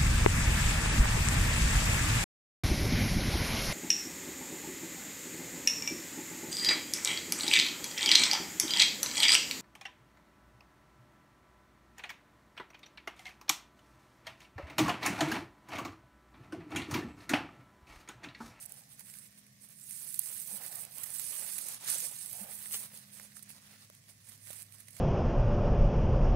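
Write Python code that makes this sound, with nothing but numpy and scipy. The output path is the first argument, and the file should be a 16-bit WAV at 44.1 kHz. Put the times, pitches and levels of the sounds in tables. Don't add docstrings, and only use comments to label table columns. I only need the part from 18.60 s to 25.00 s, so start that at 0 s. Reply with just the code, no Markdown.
import sys
import numpy as np
from scipy import signal
from scipy.fft import rfft, irfft
from scipy.io import wavfile
from scipy.ndimage import uniform_filter1d

SR = 44100
rng = np.random.default_rng(int(sys.argv[2]) if len(sys.argv) > 2 else 0)


def inscribe(sig):
    pcm = np.round(np.clip(np.atleast_2d(sig).T, -1, 1) * 32767)
    wavfile.write(sys.argv[1], SR, pcm.astype(np.int16))


N = 282240


def from_db(db):
    return 10 ** (np.asarray(db) / 20)


def rms_one(x):
    middle = np.atleast_2d(x).mean(axis=0)
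    return x / np.sqrt(np.mean(middle ** 2) + 1e-20)


def in_time(rows):
    s, *columns = np.transpose(rows)
    return [np.interp(np.arange(N) / SR, s, c) for c in columns]


def colour(x, spectrum):
    hz, db = np.transpose(spectrum)
    grid_hz = np.maximum(np.fft.rfftfreq(N, 1 / SR), 1)
    gain_db = np.interp(np.log(grid_hz), np.log(hz), db)
    return irfft(rfft(x) * from_db(gain_db), N)


def drift(rate_hz):
    grid_hz = np.fft.rfftfreq(N, 1 / SR)
    lowpass = 1 / (1 + (grid_hz / rate_hz) ** 2)
    slow = rms_one(irfft(rfft(rng.standard_normal(N)) * lowpass, N))
    return 2 * np.tanh(slow / 2)


def wander(x, depth_db, rate_hz, count=14):
    spectrum, out = rfft(x), 0
    place = np.sqrt(np.linspace(0, 1, spectrum.shape[-1])) * (count - 1)
    for k in range(count):
        band = np.maximum(1 - np.abs(place - k), 0)
        out = out + irfft(spectrum * band, N) * from_db(depth_db * drift(rate_hz))
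    return out


def resonate(x, hz, width_hz):
    r = np.exp(-np.pi * width_hz / SR)
    zeros = np.array([1, 0, -1]) * (1 - r * r) / 2
    poles = [1, -2 * r * np.cos(2 * np.pi * hz / SR), r * r]
    return signal.lfilter(zeros, poles, x + 1e-18)


def ring_width_hz(t60_s):
    return np.log(1000) / (np.pi * t60_s)


def pan(x, left_db):
    gains = np.array([from_db(left_db) * np.ones(N), np.ones(N)])
    return x * gains / np.sqrt(np.mean(gains ** 2, axis=0))


LEFT_LAG_S = .000475


def to_both_sides(x, scatter_db, scatter_s, lag_s=LEFT_LAG_S):
    t = np.arange(SR // 50) / SR
    paths = rng.standard_normal((2, len(t))) * np.exp(-t / scatter_s)
    paths *= from_db(scatter_db) / np.sqrt(np.sum(paths ** 2, axis=1, keepdims=True))
    lag_samples = round(lag_s * SR + rng.normal(0, 1))
    paths[0, max(lag_samples, 0)] += 1
    paths[1, 0] += 1
    pair = signal.oaconvolve(x[None], paths, axes=1)[:, :len(x)]
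    return pair / np.sqrt(1 + from_db(2 * scatter_db))


def wide_noise(spectrum, side_db):
    mid, side = rng.standard_normal((2, N))
    return rms_one(colour(mid + from_db(side_db) * side * [[1], [-1]], spectrum))


# frequency in Hz, relative density in dB per Hz.
RUMBLE = [(20, -34), (42, -32), (60, -6.5), (82, -12), (105, -1.5), (128, 4), (165, 0), (210, -4.5),
          (260, -7.5), (340, -22.5), (600, -20.5), (2000, -68), (16000, -66)]
AIR = [(100, -1), (400, -2), (540, -3), (680, 6), (850, -9.5), (1100, 5.5), (1400, -12), (1800, 9.5),
       (3000, -1.5), (6000, 6.5), (16000, -22)]
# time in seconds, level of the low note in dB, level of its octave in dB.
DRONE = [(0, -78, -75), (1.0, -99, -71.5), (1.6, -87, -75.5), (3.7, -74.5, -78), (4.0, -74.5, -67),
         (4.9, -78, -68), (5.3, -70.5, -75.5), (5.9, -64, -88), (6.4, -66.5, -75)]
DRONE_HZ = 102.15


def woodland(rumble_db, air_db, rumble_side_db, air_side_db):
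    low_db, octave_db = in_time(DRONE)
    note_hz = DRONE_HZ * (1 + 0.00713 * drift(2.8))
    phase = 2 * np.pi * np.cumsum(note_hz) / SR
    drone = np.sqrt(2) * (from_db(low_db) * np.sin(phase) + from_db(octave_db) * np.sin(2 * phase))
    far = from_db(rumble_db) * wide_noise(RUMBLE, rumble_side_db) + drone
    return pan(far, left_db=-0.5) + from_db(air_db) * wide_noise(AIR, air_side_db)


# middle in seconds, level in dB,
# seconds from the middle to 1/e of the power.
SWELLS = [(0.132, -73.5, 0.17), (1.986, -65, 0.064), (2.1, -63, 0.011), (2.173, -65, 0.091),
          (3.777, -62.5, 0.038), (3.835, -58.5, 0.026), (3.883, -61, 0.043)]
# frequency in Hz, relative level in dB, width in Hz.
SWELL_RESONANCES = [(490, -7.5, 140), (664, 0.5, 134), (835, -2.5, 200), (1760, -10, 300)]


def hollow_swells(rough_db, left_db):
    t = np.arange(N) / SR
    power = 0
    for middle_s, db, half_s in SWELLS:
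        power = power + from_db(db) ** 2 * np.exp(-np.minimum(((t - middle_s) / half_s) ** 2, 50))
    uneven_noise = rng.standard_normal(N) * from_db(rough_db * drift(40))
    hollow = 0
    for k, (hz, db, width_hz) in enumerate(SWELL_RESONANCES):
        hollow = hollow + from_db(db) * resonate(uneven_noise, hz, width_hz) * (-1) ** k
    pair = rms_one(to_both_sides(hollow, scatter_db=-5.5, scatter_s=0.0022, lag_s=.0001))
    return pan(np.sqrt(power) * pair, left_db)


# start in seconds, peak in dB, length in seconds, frequency in Hz.
THUMPS = [(1.92, -52, 0.049, 200), (3.804, -46.5, 0.041, 200)]


def thumps():
    out = np.zeros(N)
    for start_s, peak_db, length_s, hz in THUMPS:
        t = np.arange(N) / SR - start_s
        swell = np.sin(np.pi * np.clip(t / length_s, 0, 1))
        out += from_db(peak_db) * swell * np.sin(2 * np.pi * hz * t)
    return out


# start in seconds, relative strength of the push in dB.
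KNOCKS = [(3.357, -42), (4.598, -52), (5.3, -47.5), (5.9038, -42.5)]
# frequency in Hz, relative level in dB, 60 dB decay in seconds.
GROUND = [(490, -13, 0.0057), (595, 13.5, 0.032), (644, 5.5, 0.02), (1020, -13, 0.012), (1780, 4, 0.008)]


def knocks(level_db, press_s, crush_share, crush_s):
    push, t = np.zeros(N), np.arange(SR // 20) / SR
    press = t / press_s * np.exp(1 - t / press_s)
    for start_s, push_db in KNOCKS:
        start = round(start_s * SR)
        crush = crush_share * rng.standard_normal(len(t)) * np.exp(-t / crush_s)
        push[start:start + len(t)] += from_db(push_db) * (press + crush)
    body = sum(from_db(db) * resonate(push, hz, ring_width_hz(t60_s)) for hz, db, t60_s in GROUND)
    return from_db(level_db) * to_both_sides(body, scatter_db=-40, scatter_s=0.001)


# start in seconds, relative level in dB, pitch in Hz.
TWIG_TICKS = [(4.5985, -46, 1100), (4.769, -45, 1350), (4.7945, -50, 1500), (4.9045, -53, 1300),
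              (5.2995, -49, 1120), (6.2835, -51, 1450)]
# multiple of its pitch, relative level in dB, 60 dB decay in seconds.
TWIG = [(1.0, 6, 0.0071), (1.3, -1, 0.015), (1.62, -1, .01)]
TWIG_CRACK_DB = -23


def twigs(level_db, crack_s):
    out, t = np.zeros((2, N)), np.arange(SR // 25) / SR
    for start_s, db, pitch_hz in TWIG_TICKS:
        crack = 0.22 * rng.standard_normal(len(t)) * np.exp(-t / crack_s)
        crack[0] += 1
        ring = from_db(TWIG_CRACK_DB) * resonate(crack, hz=3000, width_hz=4000)
        for k, (ratio, mode_db, t60_s) in enumerate(TWIG):
            mode = resonate(crack, ratio * pitch_hz, ring_width_hz(t60_s))
            ring = ring + from_db(mode_db) * mode * (-1) ** k
        tick = to_both_sides(ring / np.abs(ring).max(), scatter_db=-22, scatter_s=.001, lag_s=.00012)
        start = round(start_s * SR)
        out[:, start:start + len(t)] += from_db(db + level_db) * tick
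    return out


# frequency in Hz, relative density in dB per Hz.
TEAR = [(100, -24), (330, -20), (480, -3), (750, -8), (1300, -5), (2100, -1.5), (3100, 3), (4400, 0),
        (6200, -1), (8000, 4.5), (16000, -14)]
TEAR_START_S, TEAR_SWELL_S, TEAR_FADE_S, TEAR_DB = 4.129, .015, .012, -37.5


def tear(fibres_per_s, spread_db, lag_s):
    t = np.arange(N) / SR - TEAR_START_S
    fade = np.exp(-np.clip((t - TEAR_SWELL_S) / TEAR_FADE_S, 0, 20))
    pull = np.clip(t / TEAR_SWELL_S, 0, 1) * fade
    sizes = from_db(spread_db * rng.standard_normal(N)) * rng.choice([-1, 1], N)
    breaks = (rng.random(N) < fibres_per_s / SR) * sizes
    pair = to_both_sides(breaks, scatter_db=-10.0, scatter_s=0.0014, lag_s=lag_s)
    return from_db(TEAR_DB) * pull * rms_one(colour(pair, TEAR))


def grains(per_s, spread_db, clump_db, clump_hz, runs_per_s, run_db, run_s, scatter_db, scatter_s, count=32):
    sizes = from_db(spread_db * np.minimum(rng.exponential(1, N), 3.5)) * rng.choice([-1, 1], N)
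    triggers = (rng.random(N) < runs_per_s / SR) * np.minimum(rng.exponential(1, N), 1.7)
    runs = signal.lfilter([from_db(run_db)], [1, -np.exp(-1 / (run_s * SR))], triggers + 1e-18)
    slips = sizes * (rng.random(N) < per_s / SR) / np.sqrt(per_s)
    slips = slips * from_db(clump_db * drift(clump_hz)) * (1 + runs)
    fold = (np.cumsum(triggers > 0) + rng.integers(0, 4, N)) % count
    out = sum(to_both_sides(slips * (fold == k), scatter_db, scatter_s) for k in range(count))
    return out / np.sqrt(uniform_filter1d(np.mean(out ** 2, axis=0), size=SR // 10) + 1e-12)


# frequency in Hz, relative density in dB per Hz.
LITTER = [(30, -68), (150, -8.5), (350, -11), (600, -3.5), (1000, -5.5), (1400, -3), (1850, -2), (3000, -2),
          (5000, -3), (7500, -7), (11000, -8.5), (16000, -5)]


def grass(level_db):
    per_s = 4500 * from_db(.9 * (level_db + 55))
    slips = grains(per_s, spread_db=1.5, clump_db=1.35, clump_hz=40.5, runs_per_s=90, run_db=-4.5,
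                   run_s=0.00071, scatter_db=8.0, scatter_s=0.0018)
    scrape = rms_one(colour(wander(slips, depth_db=2.0, rate_hz=5.7), LITTER))
    moss = colour(scrape, [(1200, 0), (1700, -30)])
    push_db = np.interp(level_db, [-70, -58, -47], [-6, 2.5, -.8])
    return from_db(level_db + 1.0) * (scrape + (from_db(push_db) - 1) * moss)


# start in seconds, level before colouring in dB, length in seconds,
# woody part relative to that level in dB, woody ring in Hz.
SNAPS = [(0.026, -34, .002, -26, 2400), (0.0543, -31, .002, -28, 2400), (0.058, -30, 0.0047, -31, 2400),
         (0.092, -41, 0.0056, -32, 2400), (0.121, -29, 0.0027, -40, 2400), (0.393, -35, 0.0049, -21, 2400),
         (0.4065, -33, .0015, -19, 2400), (0.4985, -39.5, 0.0023, -8, 2080),
         (0.539, -39.5, 0.0016, -4, 2100), (0.5712, -40, 0.0011, -20, 2400), (0.5868, -30, .001, -22, 2390),
         (0.866, -44, .0015, -15, 2400), (1.086, -43, .006, -24, 2415), (1.295, -29, 0.00081, -30, 2400),
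         (1.308, -28.5, 0.0035, -20, 2400), (1.5425, -21, .0012, -26, 4200), (1.5445, -27, .004, -18, 4200),
         (1.5598, -26, .0008, -28, 4200), (1.5908, -19, .002, -40, 4200), (1.5929, -10.5, .0016, -38, 4200),
         (1.659, -26, .0015, -16, 2400), (1.894, -32, .001, -30, 2400), (1.906, -26, 0.002, -30, 2400),
         (2.036, -29, 0.0012, -15, 2900), (2.063, -24, 0.0016, -26, 2400), (2.154, -27, 0.0054, -32, 2400),
         (2.25, -30.5, .003, -18, 2400), (2.311, -39, .003, -20, 2400), (2.382, -26, .002, -25, 2400),
         (2.432, -24, 0.011, -21, 1790), (2.504, -29.5, 0.0015, -13, 1400), (2.595, -24, 0.0042, -15, 1500),
         (2.641, -32, .001, -22, 2360), (2.754, -25, .0012, -25, 2410), (2.98, -24.5, 0.0095, -17, 2570),
         (3.085, -22.5, 0.0028, -23, 2400), (3.144, -33, .002, -25, 2400), (3.277, -29, .002, -1.5, 3300),
         (3.285, -28, .0015, -5, 3100), (3.3025, -19, 0.0012, -12, 7200), (3.3072, -24, .002, -13, 4600),
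         (3.3447, -24, .0008, -13, 4000), (3.3835, -24, .0013, -18, 5800), (3.4, -27, .0016, -20, 5000),
         (3.4037, -18, .001, -21, 4600), (3.4283, -25, .0012, -18, 5000), (3.4405, -25, .0012, -18, 5000),
         (3.514, -28, .002, -24, 5000), (3.661, -23, 0.001, -24, 5000), (3.714, -29, .001, -24, 4200),
         (3.73, -22, 0.0012, -32, 4200), (3.833, -32, 0.00081, -26, 4200), (4.058, -31, 0.0018, -8, 2000),
         (4.099, -32, .0007, -22, 3600), (4.1105, -31, .002, -7, 1200), (4.1245, -28, .002, -20, 3600),
         (4.13, -22, 0.0008, -18, 3600), (4.165, -28, .0015, -14, 5500), (4.223, -30, .001, -15, 2000),
         (4.5975, -39, 0.0022, -1, 1700), (4.649, -42, .001, -4, 1700), (4.768, -37, .002, -6, 1750),
         (4.793, -37, .0012, -9, 2200), (4.824, -38, 0.009, -13, 6000), (4.9035, -40, .0016, -3, 2600),
         (5.2995, -46, .002, 0, 1300), (5.349, -45, .003, -8, 4600), (5.49, -47, .0031, -3.5, 2000),
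         (5.687, -39.5, 0.014, -16, 2000), (5.7205, -41, 0.0006, 1, 3500), (5.8715, -40, .002, -3, 2000),
         (5.9045, -32, .0015, -8, 3600), (5.908, -32, .003, -13, 3000), (5.9215, -36, .001, -10, 1700),
         (5.9294, -31, .002, -13, 2400), (5.932, -35, 0.0038, -18, 2400), (6.021, -29, .0015, -22, 2400),
         (6.028, -31, .002, -26, 2400), (6.149, -39, .001, -19, 2400), (6.123, -40, 0.0023, -12, 2400),
         (6.198, -43.5, 0.012, -10, 1890), (6.282, -45, 0.0053, -2, 1890),
         (6.305, -41.5, 0.0046, -15, 2400), (6.365, -44, 0.0046, -1.5, 1900)]
# frequency in Hz, gain in dB.
CREASE = [(300, -54), (2000, -37), (5000, -22.5), (7200, -12.5), (8600, -2), (11500, -1.5), (14700, -3),
          (16000, -8)]
SOFT_SNAP_TOP_DB = -6


def snaps(stalk_db, tail_s):
    film, soft, stalk, ring = np.zeros((4, 2, N))
    t = np.arange(SR // 32) / SR
    for start_s, peak_db, length_s, woody_db, ring_hz in SNAPS:
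        fade = np.exp(-np.maximum(t - .7 * length_s, 0) / (length_s / 3))
        swell = np.minimum(t / (length_s / 4), 1) * fade
        run = to_both_sides(swell * rng.standard_normal(len(t)), scatter_db=-23, scatter_s=tail_s)
        run *= from_db(peak_db) * np.sqrt(np.sum(swell ** 2) / np.sum(run ** 2, axis=1, keepdims=True))
        own_ring = resonate(run, ring_hz, width_hz=550)
        softness = np.interp(peak_db, [-26, -18], [1, 0])
        start = round(start_s * SR)
        span, room = slice(start, start + len(t)), N - start
        film[:, span] += run[:, :room]
        soft[:, span] += softness * run[:, :room]
        stalk[:, span] += from_db(woody_db) * run[:, :room]
        ring[:, span] += from_db(woody_db) * own_ring[:, :room]
    woody = colour(stalk, LITTER) + ring
    soft_top = colour(soft, [(9500, -40), (12500, 0)])
    film = film + (from_db(SOFT_SNAP_TOP_DB) - 1) * soft_top
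    return colour(film, CREASE), from_db(stalk_db) * woody


# start in seconds, swell in seconds, hold in seconds,
# glove crinkle in dB, grass scrape in dB.
STROKES = [(0.0, 0.0011, 0.035, -48.5, -66), (0.091, .006, 0.1, -56, -69), (0.277, 0.042, .025, -57, -69),
           (0.366, 0.023, 0.023, -56.5, -65), (0.398, 0.099, 0.097, -51.5, -67),
           (0.606, 0.02, 0.043, -56, -65), (0.758, 0.02, 0.012, -60.5, -65.5),
           (0.999, 0.029, 0.021, -54, -66.5), (1.095, 0.0082, 0.023, -53, -68.5),
           (1.125, 0.23, .29, -44, -65.5), (1.595, 0.07, 0.17, -41.5, -60.5),
           (1.829, 0.056, 0.087, -41.5, -58.5), (1.982, 0.038, 0.06, -44.5, -55),
           (2.082, 0.043, 0.11, -44, -57.5), (2.275, 0.11, 0.13, -44.5, -57),
           (2.503, 0.039, 0.49, -39.5, -56.5), (3.029, 0.04, 0.078, -41.5, -54),
           (3.18, 0.086, 0.018, -42, -52), (3.264, 0.018, 0.078, -34, -47.5),
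           (3.36, 0.024, 0.076, -36.5, -55), (3.453, 0.031, 0.35, -44, -60.5),
           (3.831, 0.078, 0.27, -45.5, -60.5), (4.104, 0.022, 0.039, -37, -54.5),
           (4.163, 0.037, 0.048, -43.5, -57), (4.309, 0.05, 0.023, -49, -62),
           (4.504, 0.034, 0.11, -53, -65.5), (4.733, 0.034, 0.014, -51, -66),
           (4.889, 0.0034, 0.019, -50, -62), (4.91, 0.016, 0.33, -79, -67.5),
           (5.477, 0.0046, 0.023, -58.5, -64), (5.634, 0.039, 0.082, -55.5, -65.5),
           (5.799, 0.082, 0.14, -49.5, -61), (6.108, 0.034, 0.071, -58.5, -69),
           (6.279, 0.097, 0.033, -53, -62.5)]
# time in seconds, glove crinkle in dB, grass scrape in dB.
FIDGET = [(0, -62.5, -67), (0.95, -67.5, -72.5), (2.2, -68, -64.5), (4.5, -61, -64), (5.1, -64.5, -67),
          (5.35, -66.5, -68), (5.38, -67.5, -73), (5.62, -64, -69.5), (5.7, -65, -69), (6.4, -61.5, -69)]
FIDGET_SWING_DB, FIDGET_RATE_HZ = 1.5, 14
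RELEASE_S = 0.02


def hand():
    t = np.arange(N) / SR
    fidget_db = np.array(in_time(FIDGET)) + FIDGET_SWING_DB * drift(FIDGET_RATE_HZ)
    crinkle, scrape = from_db(fidget_db) ** 2
    for start_s, swell_s, hold_s, crinkle_db, scrape_db in STROKES:
        past_hold = np.clip((t - start_s - swell_s - hold_s) / RELEASE_S, 0, 20)
        power = (np.clip((t - start_s) / swell_s, 0, 1) * np.exp(-past_hold)) ** 2
        crinkle = crinkle + from_db(crinkle_db) ** 2 * power
        scrape = scrape + from_db(scrape_db) ** 2 * power
    return 10 * np.log10([crinkle, scrape])


# frequency in Hz, relative density in dB per Hz.
FILM = [(300, -66), (1500, -22.5), (4000, -15.5), (6000, -11), (7450, -7.5), (8300, 0), (9300, 2),
        (11200, -2), (12800, -7.5), (14700, -7.5), (16000, -11)]
# frequency in Hz, gain in dB.
LEFT_LIFT = [(3000, 4.5), (7000, 6), (8500, -1), (11000, -4), (12800, 2.5), (14800, -2.5)]
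# time in seconds, brightness in dB.
TAUTNESS = [(0, 1), (1.1, 0.5), (1.7, 2), (2.05, 4.5), (2.65, 1.5), (2.97, 0.5), (3.17, -2.5), (3.6, -0.5),
            (3.72, 3), (4.1, 3), (5.2, -4.5), (6.1, 0.5), (6.4, -2)]


def glove(level_db):
    per_s = 10000 * from_db(0.45 * (level_db + 46))
    buckles = grains(per_s, spread_db=3.0, clump_db=1.0, clump_hz=74, runs_per_s=230, run_db=-3.5,
                     run_s=0.00036, scatter_db=4.0, scatter_s=0.00036)
    film = colour(buckles, FILM)
    top = colour(film, [(9500, -40), (12500, 0)])
    shoulder = colour(film, [(7300, 0), (8300, -40)])
    bright_db, = in_time(TAUTNESS)
    left, right = film + (from_db(bright_db) - 1) * top + (from_db(-bright_db) - 1) * shoulder
    return from_db(level_db - 1.71) * rms_one(np.array([colour(left, LEFT_LIFT), right]))


# time in seconds, left minus right in dB before each layer's own offset or share.
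SIDE_OF_HAND = [(0.0, -5), (0.05, -15), (0.23, -7), (0.6, -13), (0.71, -8.5), (1.57, -13), (2.37, -13),
                (2.42, -18), (2.73, -11.5), (2.99, -14.5), (3.12, -7), (3.76, -12), (4.08, -8.5),
                (4.12, -5), (4.74, -14.5), (5.2, -7.5), (5.6, -14.5), (6.4, -14)]


def scene():
    crinkle_db, scrape_db = hand()
    left_db, = in_time(SIDE_OF_HAND)
    film_snaps, stalk_snaps = snaps(stalk_db=-1.0, tail_s=0.004)
    bright = pan(glove(crinkle_db), left_db - .5) + pan(film_snaps, left_db - 4.5)
    ground = knocks(level_db=-2.5, press_s=0.00025, crush_share=0.3, crush_s=0.0029)
    ticks = twigs(level_db=-1.5, crack_s=0.00062)
    dull = pan(grass(scrape_db) + stalk_snaps + ground + ticks, 0.43 * left_db)
    tuft = tear(fibres_per_s=1900, spread_db=0.5, lag_s=0.00009)
    muffled = thumps() + hollow_swells(rough_db=2.0, left_db=-4)
    background = woodland(rumble_db=-67.5, air_db=-71.5, rumble_side_db=-14, air_side_db=0.5)
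    return bright + dull + tuft + muffled + background


CUTOFF_HZ = 15700


def record(dry):
    lowpass = signal.ellip(12, .1, 80, CUTOFF_HZ, fs=SR, output="sos")
    return signal.sosfilt(lowpass, dry)


dry = scene()
out = record(dry)
inscribe(out)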